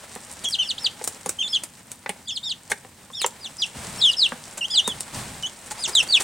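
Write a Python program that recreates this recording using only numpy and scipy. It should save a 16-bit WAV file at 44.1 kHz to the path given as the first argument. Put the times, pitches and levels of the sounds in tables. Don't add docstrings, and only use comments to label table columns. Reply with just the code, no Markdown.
import sys
import numpy as np
from scipy import signal
from scipy.fft import rfft, irfft, next_fast_len
from scipy.io import wavfile
from scipy.ndimage import uniform_filter1d

SR = 44100
rng = np.random.default_rng(int(sys.argv[2]) if len(sys.argv) > 2 else 0)


def inscribe(sig):
    pcm = np.round(np.clip(np.atleast_2d(sig).T, -1, 1) * 32767)
    wavfile.write(sys.argv[1], SR, pcm.astype(np.int16))


N = 274743
TIME = np.arange(N) / SR

# (frequency [Hz], relative level [dB])
BOX_MODES = [(172, -5.5), (238, -1), (385, -5.5), (520, 1), (825, 3.5), (1400, -11.5), (1800, -2)]
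# (frequency [Hz], relative level [dB])
SNAP_COLOUR = [(80, -17), (500, -9.5), (2000, -13.5), (5500, -11), (7600, -3), (9000, -3.5), (12500, -18)]
# (frequency [Hz], relative level [dB])
BRUSH_COLOUR = [(30, -6), (130, -1.5), (350, -4), (750, 0), (2200, -4.5), (6300, -9.5), (8600, -4),
                (12000, -20.5)]
SHAVING_LOW_HZ, SHAVING_HIGH_HZ = 3700, 10530
SHAVING_CYCLES = 4.2


def from_db(db):
    return 10 ** (np.asarray(db) / 20)


def rms_one(x):
    return x / np.sqrt(np.mean(x ** 2) + 1e-20)


def at_hz(points, hz):
    known_hz, values = np.transpose(points)
    return np.interp(np.log(np.maximum(hz, 1)), np.log(known_hz), values)


def colour(x, spectrum):
    size = 2 * next_fast_len(x.shape[-1])
    gain = from_db(at_hz(spectrum, np.fft.rfftfreq(size, 1 / SR)))
    cepstrum = irfft(np.log(gain))
    cepstrum[1:size // 2] *= 2
    cepstrum[size // 2 + 1:] = 0
    response = np.exp(rfft(cepstrum))
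    return irfft(rfft(x, size) * response)[..., :x.shape[-1]]


def add(track, s, sound):
    start = max(round(s * SR), 0)
    track[:, start:start + sound.shape[1]] += sound[:, :max(N - start, 0)]


def drift(size, per_s):
    knots = rng.standard_normal(1024)
    return np.interp(np.arange(size) / SR * per_s, np.arange(len(knots)), knots)


def ring(x, hz, t60):
    radius = from_db(-60 / (t60 * SR))
    angle = 2 * np.pi * hz / SR
    return signal.lfilter([1, 0, -1], [1, -2 * radius * np.cos(angle), radius * radius], x + 1e-18)


def chicks():
    # (time [s], crest length [s], fall length [s], upswing depth [Hz], crest pitch [Hz],
    #   pitch at start of fall [Hz], end pitch [Hz], crest level [dB], fall level [dB], relative overtone level [dB])
    peeps = [ (0.416, 0.027, 0.02, 4, 4640, 3750, 2500, -51, -29, 9.5),
             (0.462, 0.063, 0.034, 4, 5750, 4760, 2570, -42.5, -19.5, -3.5),
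             (0.622, 0.067, 0.031, 1909, 5660, 4730, 2580, -42, -20.5, -0.5),
             (0.779, 0.064, 0.032, 2670, 5640, 4800, 2490, -42, -16.5, -5),
             (1.473, 0.067, 0.024, 2201, 5390, 4600, 2660, -36.5, -24.5, 1),
             (2.251, 0.032, 0.03, 207, 4980, 3670, 2630, -48, -29.5, 5),
             (2.304, 0.056, 0.021, 1357, 5430, 4430, 2760, -40.5, -21.5, -3.5),
             (2.434, 0.062, 0.032, 1490, 5580, 4480, 2590, -38, -22.5, -2.5),
             (3.143, 0.061, 0.05, 799, 5620, 4560, 2590, -37, -23, 2),
             (3.405, 0.04, 0.034, -4, 4960, 3900, 2540, -45, -31, 2.5),
             (3.578, 0.042, 0.028, 0, 5070, 3550, 2580, -36, -17, -3.5),
             (3.979, .036, .089, 7, 5480, 4100, 2786, -37.5, -13, -10),
             (4.042, 0.079, 0.027, 492, 5450, 4600, 2560, -40, -26.5, -8),
             (4.165, 0.039, 0.067, 0, 5275, 4600, 2620, -25.5, -15, -8.5),
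             (4.701, 0.054, 0.05, 497, 5160, 4250, 2766, -28, -12, -2),
             (5.786, 0.052, 0.03, 395, 5100, 3930, 2470, -36, -23.5, 12),
             (5.923, 0.028, 0.063, -9, 5050, 3960, 2585, -37, -11.5, -0.5),
             (6.085, 0.049, 0.049, 152, 4680, 3880, 2320, -24.5, -11.5, -6)]
    # (time [s], length [s], crest pitch [Hz], end pitch [Hz], level [dB])
    arches = [(0.442, 0.053, 3390, 3184, -25), (0.538, 0.016, 5180, 4600, -34),
              (0.582, 0.026, 3450, 2620, -22), (0.584, 0.053, 3160, 2630, -18.5),
              (0.604, 0.081, 3650, 2630, -32.5), (1.384, 0.048, 3364, 2550, -19.5),
              (1.414, 0.069, 3584, 3360, -27.5), (1.526, 0.052, 3530, 2586, -18.5),
              (2.271, 0.065, 3644, 3100, -26), (2.426, 0.079, 3840, 2970, -29),
              (3.129, 0.088, 3740, 2480, -33), (3.58, 0.064, 6000, 4280, -37),
              (3.999, 0.061, 3495, 2780, -27), (4.696, 0.066, 3550, 2780, -25.5),
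              (4.838, 0.091, 3776, 2920, -26.5)]
    # (time [s], length [s], lowest pitch [Hz], level [dB], relative overtone level [dB])
    chirrups = [(4.607, 0.053, 2740, -22.5, -6), (5.427, 0.047, 2920, -24.5, 2.5)]
    out = np.zeros((2, N))
    for call, rows in ((peep, peeps), (arch, arches), (chirrup, chirrups)):
        for s, *shape in rows:
            add(out, s, in_box(call(*shape)))
    return out


def peep(crest_s, fall_s, upswing_hz, crest_hz, break_hz, end_hz, crest_db, fall_db, overtone_db):
    crest_sag, crest_bend = 0.12, 2.8
    swell_db = 9
    flick_db = 51
    throat_hz, throat_loss_db = 3450, 19.5
    straight_hz_per_s, plunge = 28000, 0.338

    u, v = progress(crest_s), progress(fall_s)
    under_hz = upswing(u * crest_s, upswing_hz)
    held_hz = crest_hz * (1 - crest_sag * u ** crest_bend) - under_hz
    held_db = crest_db + swell_db * u ** 2 + flick_db * (under_hz / throat_hz) ** 2

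    bend = ((break_hz - end_hz) / fall_s / straight_hz_per_s) ** plunge
    falling_hz = break_hz + (end_hz - break_hz) * v ** bend
    falling_db = fall_db - throat_loss_db * np.log2(falling_hz / throat_hz) ** 2
    return whistle(np.r_[held_hz, falling_hz], np.r_[held_db, falling_db], overtone_db)


def arch(length_s, crest_hz, end_hz, db):
    upswing_hz, bend, edge_db, overtone_db = 331, 2.61, 5.5, -5.5
    u = progress(length_s)
    hz = crest_hz + (end_hz - crest_hz) * u ** bend - upswing(u * length_s, upswing_hz)
    return whistle(hz, db - edge_db * (2 * u - 1) ** 2, overtone_db)


def chirrup(length_s, lowest_hz, db, overtone_db, opening_db=12):
    dip_at, dip_curve_hz = 0.421, 2030
    u = progress(length_s)
    hz = lowest_hz + dip_curve_hz * (u - dip_at) ** 2
    return whistle(hz, np.full(len(u), db), overtone_db + opening_db * (u - .5))


def progress(length_s):
    return np.linspace(0, 1, int(max(length_s, .005) * SR))


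def upswing(t, depth_hz):
    flick_s = .011
    return depth_hz * np.exp(-(t / flick_s) ** 2)


def whistle(hz, db, overtone_db, waver=0.012, flutter_db=1.0, third_db=-0.5):
    third_from_hz, third_db_per_hz = 3540, 2.7
    edge_s = .004
    t = np.arange(len(hz)) / SR
    pitch = uniform_filter1d(hz, size=260) * (1 + waver * drift(len(t), 492.0))
    phase = 2 * np.pi * np.cumsum(pitch) / SR
    fade = np.clip(np.minimum(t / 2, t[-1] - t) / edge_s, 0, 1)
    gate = np.sin(np.pi / 2 * fade) ** 2
    level = from_db(uniform_filter1d(db, size=130) + flutter_db * drift(len(t), 248.2))

    second = from_db(overtone_db) * overtone(2, pitch, phase)
    third_gain = from_db(third_db - third_db_per_hz * np.maximum(pitch - third_from_hz, 0))
    third = np.sqrt(level) * third_gain * overtone(3, pitch, phase)
    return gate * level * (np.sin(phase) + second + third)


def overtone(number, pitch, phase):
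    # (frequency [Hz], gain [dB])
    beak = [(6500, -12), (8200, -9.5), (9500, -21.5), (11200, -23), (12200, -43)]
    patchy_db = 2 * drift(len(pitch), 70)
    return from_db(at_hz(beak, number * pitch) + patchy_db) * np.sin(number * phase)


def knocks(contact_s=0.0036, crunch_db=-21, ring_cycles=10.4, clack_cycles=9,
           scuff_db=-16, scuff_s=0.031, dull_hz=5000):
    # (time [s], low thump level [dB], body level [dB], clack peak [dB], clack pitch [Hz])
    hits = [(.161, -42, -31, -32, 1100), (1.014, -47, -31.5, -39, 1420), (1.261, -33, -25.5, -32, 1410),
            (2.061, -42, -27.5, -19.5, 1900), (2.093, -24, -26.5, -16.5, 2350),
            (2.717, -32, -23.5, -9, 1850), (2.849, -39, -37, -53, 1100), (3.102, -44, -41, -35, 1090),
            (3.216, -48, -37.5, -20, 2400), (3.245, -31.5, -15.5, -24, 1690),
            (4.321, -24, -33.5, -17, 1460), (4.877, -29, -23.5, -22, 1130)]
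    out, t = np.zeros((2, N)), TIME[:SR // 5]
    card = signal.butter(2, [130, dull_hz], "band", fs=SR, output="sos")
    for s, thump_db, body_db, clack_db, clack_hz in hits:
        scuffs = np.maximum(drift(len(t), 200), 0) ** 2 * np.exp(-t / scuff_s)
        grit = rng.standard_normal(len(t))
        crunch = grit * np.exp(-t / contact_s)
        rough = crunch + from_db(scuff_db) * scuffs * grit
        push = ((t == 0) + from_db(crunch_db) * rough) / 2
        clack = ring(crunch, clack_hz, clack_cycles / clack_hz)
        knock = from_db(clack_db) * clack / np.abs(clack).max()
        for k, (hz, mode_db) in enumerate(BOX_MODES):
            db = mode_db + (thump_db if hz < 300 else body_db)
            sign = (-1) ** min(k, 3)
            knock = knock + sign * from_db(db) * ring(push, hz, ring_cycles / hz)
        add(out, s, in_box(signal.sosfilt(card, knock)))
    return out


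def ticks(fade_s=.01, tick_db=7.0):
    # (time [s], peak level before the shared gain tick_db [dB])
    snaps = [(.1523, -27.5), (.487, -26), (.508, -28), (1.041, -21), (1.0462, -25), (1.076, -14),
             (1.261, -21), (1.2928, -14), (1.6363, -21), (1.9168, -26), (2.0938, -20.5), (2.7166, -20),
             (3.2167, -19), (3.263, -14), (4.877, -14.5), (5.0065, -20), (5.9515, -20.5)]
    out, t = np.zeros((2, N)), TIME[:SR // 10] - fade_s
    for s, db in snaps:
        burst = (t >= 0) * np.exp(-np.abs(t) / .0012)
        faint = .18 * np.exp(np.minimum(t / .0025, -t / fade_s))
        snap = colour((burst + faint) * rng.standard_normal(len(t)), SNAP_COLOUR)
        hz = SHAVING_HIGH_HZ * rng.uniform(.7, 1)
        snap = rms_one(snap) + .5 * rms_one(ring(snap, hz, SHAVING_CYCLES / hz))
        add(out, s + t[0], in_box(from_db(db + tick_db) * snap / np.abs(snap).max()))
    return out


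def scrapes(grains_per_s=2600, edge_s=0.0053, drag_db=-3.0, box_share=0.14):
    # (time [s], length [s], level [dB])
    rakes = [(0.437, 0.01, -36.5), (2.698, 0.025, -34.5), (4.572, 0.013, -34), (5.707, 0.015, -33.5),
             (5.874, 0.022, -31.5), (6.024, 0.014, -34.5), (6.200, 0.013, -27)]
    out, t = np.zeros((2, N)), TIME[:SR // 10]
    for s, length_s, db in rakes:
        stroke = np.minimum(2 * t / edge_s, 1) * np.exp(-np.maximum(t - length_s, 0) / edge_s)
        rubbing = rng.standard_normal(len(t))
        crisp = shavings((rng.random(len(t)) < grains_per_s / SR) * rubbing)
        drag = rms_one(colour(rubbing, BRUSH_COLOUR)) + box_share * cardboard(rubbing)
        add(out, s, in_box(from_db(db) * stroke * (crisp + from_db(drag_db) * drag)))
    return out


def shavings(flicks, count=14):
    dealt = rng.integers(0, count, len(flicks))
    pitches = np.geomspace(SHAVING_LOW_HZ, SHAVING_HIGH_HZ, count)
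    ringing = sum(ring(flicks * (dealt == k), hz, SHAVING_CYCLES / hz) for k, hz in enumerate(pitches))
    return rms_one(colour(ringing, SNAP_COLOUR))


def cardboard(rubbing, wander_db=3):
    out = 0
    for hz, db in BOX_MODES[2:]:
        wandering = from_db(db + wander_db * drift(rubbing.shape[-1], 23))
        out = out + wandering * rms_one(ring(rubbing, hz, 20 / hz))
    return out


def litter(box_share=0.069, brush_db=4.5, crackle_db=0.5):
    # (time [s], level [dB])
    shuffle = [(0.0, -50.5), (1.5, -51.5), (1.77, -56.5), (3.08, -58), (3.55, -53.5), (3.85, -46.5),
               (4.52, -50.5), (5.44, -48.5), (5.51, -50), (6.23, -43)]
    movement = from_db(np.interp(TIME, *np.transpose(shuffle)))
    rubbing = spread_noise()
    brush = rms_one(colour(rubbing, BRUSH_COLOUR)) + box_share * cardboard(rubbing)

    clumps_db = 4 * np.clip(drift(N, 40), -2, 2)
    sizes = from_db(5.5 * np.minimum(rng.exponential(1, N), 4.5) + clumps_db)
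    grains = (rng.random(N) < 700 / SR) * sizes * rng.choice([-1, 1], N)
    crackle = in_box(shavings(grains))[:, :N]

    strokes_db = 2 * drift(N, 25) + 1.5 * drift(N, 120)
    return movement * (brush * from_db(brush_db + strokes_db) + crackle * from_db(crackle_db))


def treads(lumpy_db=3.5, brush_spread_db=3.5):
    # (time [s], length [s], level [dB])
    walks = [(3.744, 0.39, -44.5), (4.85, 0.46, -47.5), (5.117, 0.35, -46)]
    # (frequency [Hz], relative level [dB])
    flex_colour = [(30, -23), (70, -6), (140, -2), (260, -8.5), (600, -43)]
    attack_s, release_s, brush_db = 0.02, 0.14, 4.5
    weight = np.zeros(N)
    for s, length_s, db in walks:
        fade = np.minimum((TIME - s) / attack_s, (s + length_s - TIME) / release_s)
        weight += from_db(db) * np.clip(fade, 0, 1)
    flex = rms_one(colour(rng.standard_normal(N), flex_colour))
    brush_gain = from_db(brush_db + brush_spread_db * rng.standard_normal())
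    brush = brush_gain * rms_one(colour(spread_noise(), BRUSH_COLOUR))
    return weight * from_db(lumpy_db * drift(N, 22.5)) * (flex + brush)


def spread_noise(apart=0.41):
    return rng.standard_normal(N) + apart * rng.standard_normal((2, N))


def reflections(t60, wet_db, apart):
    t = TIME[:int(t60 * SR)]
    noise = rng.standard_normal((3, len(t))) * from_db(-60 * t / t60)
    response = noise[0] + apart * noise[1:]
    response *= from_db(wet_db) / np.sqrt(np.sum(response ** 2) / 2)
    response[:, 0] = 1
    return response


def in_box(sound):
    return signal.fftconvolve(sound[None], reflections(t60=0.066, wet_db=-4.5, apart=0.54), axes=1)


def scene(rumble_db=-54.0):
    # (frequency [Hz], relative level [dB])
    rumble_colour = [(25, -32), (80, -6.5), (240, -6.5), (600, -37.5)]
    brooder = chicks() + knocks() + ticks() + litter() + scrapes() + treads()
    room = reflections(t60=0.26, wet_db=-16.5, apart=0.41)
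    in_room = signal.fftconvolve(brooder, room, axes=1)[:, :N]
    rumble = rms_one(colour(rng.standard_normal(N), rumble_colour))
    return in_room + from_db(rumble_db) * rumble


def record(dry, width=1.21, port_hz=220, hiss_db=-58.0, cutoff_hz=16000):
    mid = dry.mean(axis=0)
    no_bass = signal.butter(2, port_hz, "high", fs=SR, output="sos")
    side = width * signal.sosfilt(no_bass, dry - mid)
    noisy = mid + side + from_db(hiss_db) * rng.standard_normal((2, N))
    top_cut = signal.ellip(10, .1, 80, cutoff_hz, fs=SR, output="sos")
    return signal.sosfilt(top_cut, noisy)


dry = scene()
out = record(dry)
inscribe(out)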